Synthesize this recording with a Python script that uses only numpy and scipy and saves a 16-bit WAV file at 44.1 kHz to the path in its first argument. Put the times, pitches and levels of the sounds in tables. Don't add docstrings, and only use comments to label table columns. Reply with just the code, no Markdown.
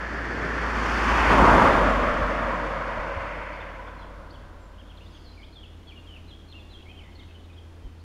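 import sys
import numpy as np
from scipy import signal
from scipy.fft import rfft, irfft, next_fast_len
from scipy.io import wavfile
from scipy.ndimage import uniform_filter1d

SR = 44100
rng = np.random.default_rng(int(sys.argv[2]) if len(sys.argv) > 2 else 0)


def put_to_file(sound):
    columns = np.atleast_2d(sound).T
    safe = np.clip(columns, -1, 1)
    whole_steps = np.round(safe * 32767)
    wavfile.write(sys.argv[1], SR, whole_steps.astype(np.int16))


N = 354555
TIME = np.arange(N) / SR
SIZE = next_fast_len(N, True)
FREQS = np.maximum(np.arange(SIZE // 2 + 1) * SR / SIZE, 1)

# frequency in Hz, relative level in dB.
COMING_SPECTRUM = [(41, -26.5), (70, -20), (96, -11), (330, -8), (369, -9.5), (422, -9.5), (692, -14.5),
                   (1040, -14.5), (1740, -7), (3900, -41.5), (4360, -38.5), (6250, -46.5), (15000, -77)]
FRONT_SPECTRUM = [(41, -24), (70, -5.5), (103, -19), (246, -7.5), (413, -10.5), (553, -11), (692, -10),
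                  (1130, -1.5), (2850, -22), (3990, -30.5), (4360, -27.5), (5970, -32), (15000, -60.5)]
ABREAST_SPECTRUM = [(15, -40), (25, -11), (53, -3), (144, -7), (289, -3), (482, -8.5), (567, -3), (741, -8),
                    (919, -2.5), (1380, -8.5), (2850, -25.5), (3930, -33.5), (4260, -34), (8810, -47.5),
                    (15500, -65)]
REAR_SPECTRUM = [(41, -33), (70, -0.5), (126, -6.5), (235, 5), (422, -8), (483, -1), (618, 0), (847, -10),
                 (1130, 1), (1480, -7), (1660, -4.5), (2130, -7), (3990, -30), (7150, -42), (15000, -63.5)]
LEAVING_SPECTRUM = [(59, -38), (100, -6), (267, -10.5), (307, -3.5), (373, -15.5), (553, 0), (820, -11.5),
                    (979, -0.5), (1190, -9), (1510, -6.5), (1770, -11.5), (2110, -10.5), (3960, -34),
                    (4280, -33), (11000, -55.5), (14300, -84), (22000, -120)]
SIDE_TIMES_S = [0.351, 1.1, 1.52, 2.0, 3.3]
TYRE_BANDS = {"rumble": (-25.3, -21.2, -24.9, 2.6, 5.5), "roar": (-18.8, -15.5, -15.7, 3.22, 11.3),
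              "sizzle": (-22.8, -27.4, -26.9, 3.62, 23), "hiss": (-42.7, -45.6, -46.4, 3.2, 10.5)}
# band name, centre in seconds, half length in seconds,
# change in dB.
TYRE_SWELLS = [("rumble", 0.41, .13, 4.5), ("hiss", 0.99, 0.26, 3.1), ("sizzle", 1.234, 0.19, 3.16),
               ("rumble", 1.425, 0.025, 4.5), ("roar", 1.957, 0.064, -1.6), ("roar", 2.5, 0.06, 1.1),
               ("sizzle", 3.33, 0.4, 3.9)]
# time in seconds, rate in Hz.
FIRING_RATE = [(0, 55.46), (.3, 54.34), (.68, 54.6), (.87, 52.6), (1.35, 53.27), (1.6, 50.4), (2.5, 51),
               (2.87, 49.77)]
# level in dB ahead, abreast and behind, all referred to the closest distance,
# then start of screening in seconds, fade in dB per second.
DRONE_RADIATION = (-20.5, -24.5, -20.5, 2, 1.35)
# centre in seconds, half length in seconds, change in dB.
BODY_DIP = (1.635, 0.069, -13)
# start in seconds, length in seconds, reference frequency in Hz
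# (the band lies below it), level in dB before windowing.
AIR_PUFFS = [(1.559, 0.26, 70, -31), (1.954, 0.34, 40, -33.5), (2.209, 0.049, 89.6, -29),
             (2.968, 0.039, 70.4, -32), (3.151, 0.045, 84.4, -28), (4.305, 0.55, 30.07, -49.5),
             (7.813, 0.083, 55.1, -36)]
# start in seconds, shape name, length in seconds, pitch in Hz,
# level in dB before the trim of the whole song.
CLEAR_NOTES = [(3.525, "flick", .022, 4590, -58), (3.597, "chip", 0.042, 3400, -54),
               (3.866, "chip", 0.034, 3400, -57), (3.984, "whistle", 0.047, 4060, -60),
               (4.013, "chip", 0.037, 3280, -55), (4.3, "flick", 0.019, 4400, -55),
               (4.335, "chip", 0.032, 3270, -54), (4.6, "whistle", .08, 7350, -73),
               (4.78, "chip", .045, 3140, -56), (4.891, "chip", .038, 3140, -54.5),
               (4.969, "dive", 0.021, 3500, -53), (5.0, "flick", 0.034, 2800, -54),
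               (5.055, "flick", 0.035, 3800, -55), (5.119, "arch", 0.077, 6350, -71),
               (5.146, "chip", 0.033, 3350, -52.5), (5.239, "sag", 0.098, 4140, -56),
               (5.367, "scoop", .088, 2295, -54.5), (5.426, "flick", 0.028, 3270, -50.5),
               (5.525, "whistle", .025, 4150, -56), (5.55, "sag", 0.0696, 3330, -50),
               (5.619, "dive", 0.039, 2940, -51), (5.865, "slur", 0.077, 3300, -49.5),
               (5.875, "arch", 0.02015, 4370, -58), (5.955, "whistle", 0.042, 2830, -50),
               (6.06, "slide", 0.13, 2800, -50.5), (6.271, "hook", 0.086, 3300, -51),
               (6.478, "whistle", 0.044, 4190, -57), (6.517, "dive", .02, 3500, -49),
               (6.534, "arch", .068, 2770, -50), (6.589, "arch", 0.034, 3470, -55),
               (6.694, "hook", 0.096, 3296, -49.5), (6.78, "scoop", 0.0602, 2800, -59.5),
               (6.852, "flick", 0.071, 2390, -52.5), (6.887, "arch", 0.044, 3150, -53.5),
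               (6.967, "slur", 0.063, 3130, -50), (7.025, "scoop", 0.092, 2070, -60.5),
               (7.151, "whistle", .02, 4270, -55), (7.166, "arch", 0.0762, 2110, -60),
               (7.185, "dive", 0.036, 3350, -53), (7.218, "flick", 0.0235, 3650, -56),
               (7.28, "scoop", .05, 2680, -61.5), (7.344, "whistle", .04, 2990, -55.5),
               (7.492, "whistle", 0.032, 2500, -58), (7.565, "arch", 0.029, 3300, -54.5),
               (7.827, "whistle", .07, 3090, -65), (7.994, "flick", 0.027, 4400, -63)]
NOTE_SHAPES = {"chip": (-2, 1.2, -0.5, -4), "flick": (-2.45, 0, 1.8), "dive": (4.1, 0, -2.6),
               "hook": (3.5, 3.5, 3.5, .1, -0.6, 0, .6), "slur": (0.5, 0.3, -0.9, -6, -6.5),
               "scoop": (1.41, -0.61, -0.98, 0.47, 1.9), "sag": (1.98, 0.63, -0.43, -0.194, .2),
               "slide": (3.2, 1.6, 1, 0.7, -5), "arch": (-1.23, 0.48, -0.05, -1.9),
               "whistle": (0.57, 0, -.2)}
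# start in seconds, end in seconds.
TWITTER_SPAN_S = (4.7, 7.6)
# frequency in Hz, relative level in dB.
VALLEY_SPECTRUM = [(7.1, -41), (12, -3), (61, -7.5), (82, -3.5), (107, -11.5), (136, -13.5), (324, -12.5),
                   (388, -18), (1040, -24), (2080, -30), (3170, -31.5), (4020, -32), (4400, -36.5),
                   (11500, -49), (15500, -56)]
# centre in Hz, width in Hz.
OUTPUT_NOTCHES = [(3938, 190), (7852, 210)]

SPEED_M_S, PASSES_S, LANE_M = 14, 1.516, 3.31
EMERGES_S, EMERGE_DB_PER_S = 0.42, 1


def tyres(rumble_hz=450, roar_hz=1700, hiss_hz=3300, wheel_hz=6.9, throb_db=0.12, patchy_db=0.5):
    parts = [("rumble", band(20, rumble_hz), band(55, rumble_hz)),
             ("roar", band(rumble_hz, roar_hz), 1),
             ("sizzle", band(roar_hz, hiss_hz), 1),
             ("hiss", band(hiss_hz, SR / 2), band(5050, 12000))]
    spectra = (COMING_SPECTRUM, FRONT_SPECTRUM, ABREAST_SPECTRUM, REAR_SPECTRUM, LEAVING_SPECTRUM)
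    sides = [colour(points) for points in spectra]
    shares = [np.interp(TIME, SIDE_TIMES_S, row) for row in np.eye(len(sides))]
    rolling = np.zeros(N)
    for name, span, core in parts:
        turning = sum(np.sqrt(share) * noise(side * span, core) for side, share in zip(sides, shares))
        swells_db = sum(bump_db(*row) for part, *row in TYRE_SWELLS if part == name)
        rolling += undb(heard_db(*TYRE_BANDS[name]) + swells_db) * turning
    throb = throb_db * np.sin(2 * np.pi * wheel_hz * TIME)
    return rolling * undb(throb + patchy_db * walk(28))


def exhaust(overtone_db=-21, uneven_db=1.0, speed_of_sound_m_s=343):
    firing_hz = np.interp(TIME, *np.transpose(FIRING_RATE))
    _, bearing = drive()
    heard_hz = firing_hz / (1 + bearing * SPEED_M_S / speed_of_sound_m_s)
    phase = 2 * np.pi * np.cumsum(heard_hz * (1 + 0.0061 * walk(8.3))) / SR
    overtones = sum(np.sin(k * phase + rng.uniform(0, 2 * np.pi)) for k in range(2, 6))
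    drone = np.sin(phase) + undb(overtone_db) * overtones
    level_db = heard_db(*DRONE_RADIATION) + bump_db(*BODY_DIP) + uneven_db * walk(11)
    return unit(drone) * undb(level_db)


def drive():
    along_m = SPEED_M_S * (TIME - PASSES_S)
    distance_m = np.hypot(along_m, LANE_M)
    return distance_m, along_m / distance_m


def heard_db(ahead_db, abreast_db, behind_db, screened_s, fade_db_per_s):
    distance_m, bearing = drive()
    end_db = np.where(bearing < 0, ahead_db, behind_db)
    beam_db = abreast_db + (end_db - abreast_db) * bearing ** 2
    spreading_db = 20 * np.log10(distance_m / LANE_M)
    screen_db = fade_db_per_s * np.maximum(TIME - screened_s, 0)
    emerging_db = EMERGE_DB_PER_S * np.maximum(EMERGES_S - TIME, 0)
    return beam_db - spreading_db - screen_db - emerging_db


def bump_db(centre_s, half_s, db):
    return db * np.exp(-((TIME - centre_s) / half_s) ** 2)


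def puffs():
    out = np.zeros(N)
    for start_s, length_s, hz, db in AIR_PUFFS:
        window = np.hanning(int(length_s * SR))
        air = noise(band(hz / 2, hz * 0.93, order=3))[:len(window)]
        window_rms = np.sqrt(np.mean(window ** 2))
        add(out, start_s, undb(db) * unit(air * window) * window_rms)
    return out


def warbler(trim_db=0.5, pure_s=0.063, echo_db=-4.0, echo_t60_s=0.75, off_pitch_db=-0.74):
    waver, rasp, flutter_db, edge = 0.007, 0.03, 3, 0.2
    dry, wobble, flutter = np.zeros(N), walk(314), undb(flutter_db * walk(140))
    for start_s, shape, length_s, pitch_hz, db in CLEAR_NOTES + twitter():
        u = np.linspace(0, 1, int(length_s * SR))
        at = np.minimum(int(start_s * SR) + np.arange(len(u)), N - 1)
        steps = NOTE_SHAPES[shape]
        contour = np.interp(u, np.linspace(0, 1, len(steps)), steps)
        semitones = uniform_filter1d(contour, len(u) // len(steps))
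        scratch = waver + rasp * max(1 - length_s / pure_s, 0)
        hz = pitch_hz * 2 ** (semitones / 12) * (1 + scratch * wobble[at])
        envelope = np.sin(np.pi / 2 * np.minimum(np.minimum(u, 1 - u) / edge, 1))
        note_db = db + trim_db + off_pitch_db * np.abs(semitones)
        tone = np.sin(2 * np.pi * np.cumsum(hz) / SR)
        add(dry, start_s, undb(note_db) * envelope * flutter[at] * tone)
    return dry + undb(echo_db) * scattered(dry, echo_t60_s)


def twitter(count=34, mean_length_s=0.026, pitch_hz=3250, spread=0.1294, untrimmed_db=-62.5):
    slots, names = np.linspace(*TWITTER_SPAN_S, count + 1), list(NOTE_SHAPES)
    spacing_s = slots[1] - slots[0]
    notes = []
    for slot_s, (late, pick, long, high) in zip(slots, rng.random((count, 4))):
        shape = names[int(pick * len(names))]
        note_hz = pitch_hz * (1 + spread * (2 * high - 1))
        notes.append((slot_s + spacing_s * late, shape, mean_length_s * (0.5 + long), note_hz, untrimmed_db))
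    return notes


def far_trill(db=-60.48, rate_hz=14, top_hz=5700, bottom_hz=3700, blur_t60_s=0.6):
    phrase = np.interp(TIME, [4.95, 5.12, 5.33, 5.62], [0, 1, 1, 0])
    u = (rate_hz * TIME) % 1
    hz = top_hz + (bottom_hz - top_hz) * u
    chirps = phrase * np.sin(np.pi * u) ** 2 * np.sin(2 * np.pi * np.cumsum(hz) / SR)
    return undb(db) * scattered(chirps, blur_t60_s)


def scattered(x, t60_s, build_s=0.0058):
    t = TIME[:SR]
    decay = np.exp(-np.log(1000) * t / t60_s)
    tail = rng.standard_normal(SR) * decay * (1 - np.exp(-t / build_s))
    return signal.fftconvolve(x, tail / np.linalg.norm(tail))[:N]


def hum(pitch_hz=83.3, start_db=-51.4, grows_s=5.4, growth_db_per_s=2.2, waver=0.0019, waver_db=0.5):
    db = start_db + growth_db_per_s * np.maximum(TIME - grows_s, 0)
    phase = 2 * np.pi * np.cumsum(pitch_hz * (1 + waver * walk(1.8))) / SR
    return unit(np.sin(phase)) * undb(db + waver_db * walk(6))


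def valley(air_db=-54.5, swell_db=0.4, traffic_db=-60):
    air = noise(colour(VALLEY_SPECTRUM), band(135, 1800)) * undb(air_db + swell_db * walk(1))
    traffic = noise(band(260, 334, order=3)) * np.interp(TIME, [4.5, 6.5], [0, 1])
    return air + undb(traffic_db) * traffic


def undb(db):
    return 10 ** (np.asarray(db) / 20)


def unit(x):
    return x / np.sqrt(np.mean(x ** 2))


def colour(points):
    hz, db = np.transpose(points)
    return undb(np.interp(np.log(FREQS), np.log(hz), db))


def band(lo_hz, hi_hz, order=6):
    below = 1 + (lo_hz / FREQS) ** (2 * order)
    above = 1 + (FREQS / hi_hz) ** (2 * order)
    return (below * above) ** -0.5


def noise(gain, within=1):
    white = rfft(rng.standard_normal(SIZE))
    return irfft(white * gain, SIZE)[:N] / np.sqrt(np.mean((gain * within) ** 2))


def walk(rate_hz):
    return noise(band(rate_hz / 10, rate_hz, order=2))


def add(out, start_s, sound):
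    i = int(start_s * SR)
    out[i:i + len(sound)] += sound[:max(N - i, 0)]


def scene():
    car = tyres() + exhaust()
    birds = warbler() + far_trill()
    return (car + puffs() + birds + hum() + valley())[None]


def record(dry, top_hz=15700):
    for hz, width_hz in OUTPUT_NOTCHES:
        dry = signal.lfilter(*signal.iirnotch(hz, hz / width_hz, fs=SR), dry)
    return signal.sosfilt(signal.ellip(10, 0.2, 80, top_hz, fs=SR, output="sos"), dry)


dry = scene()
out = record(dry)
put_to_file(out)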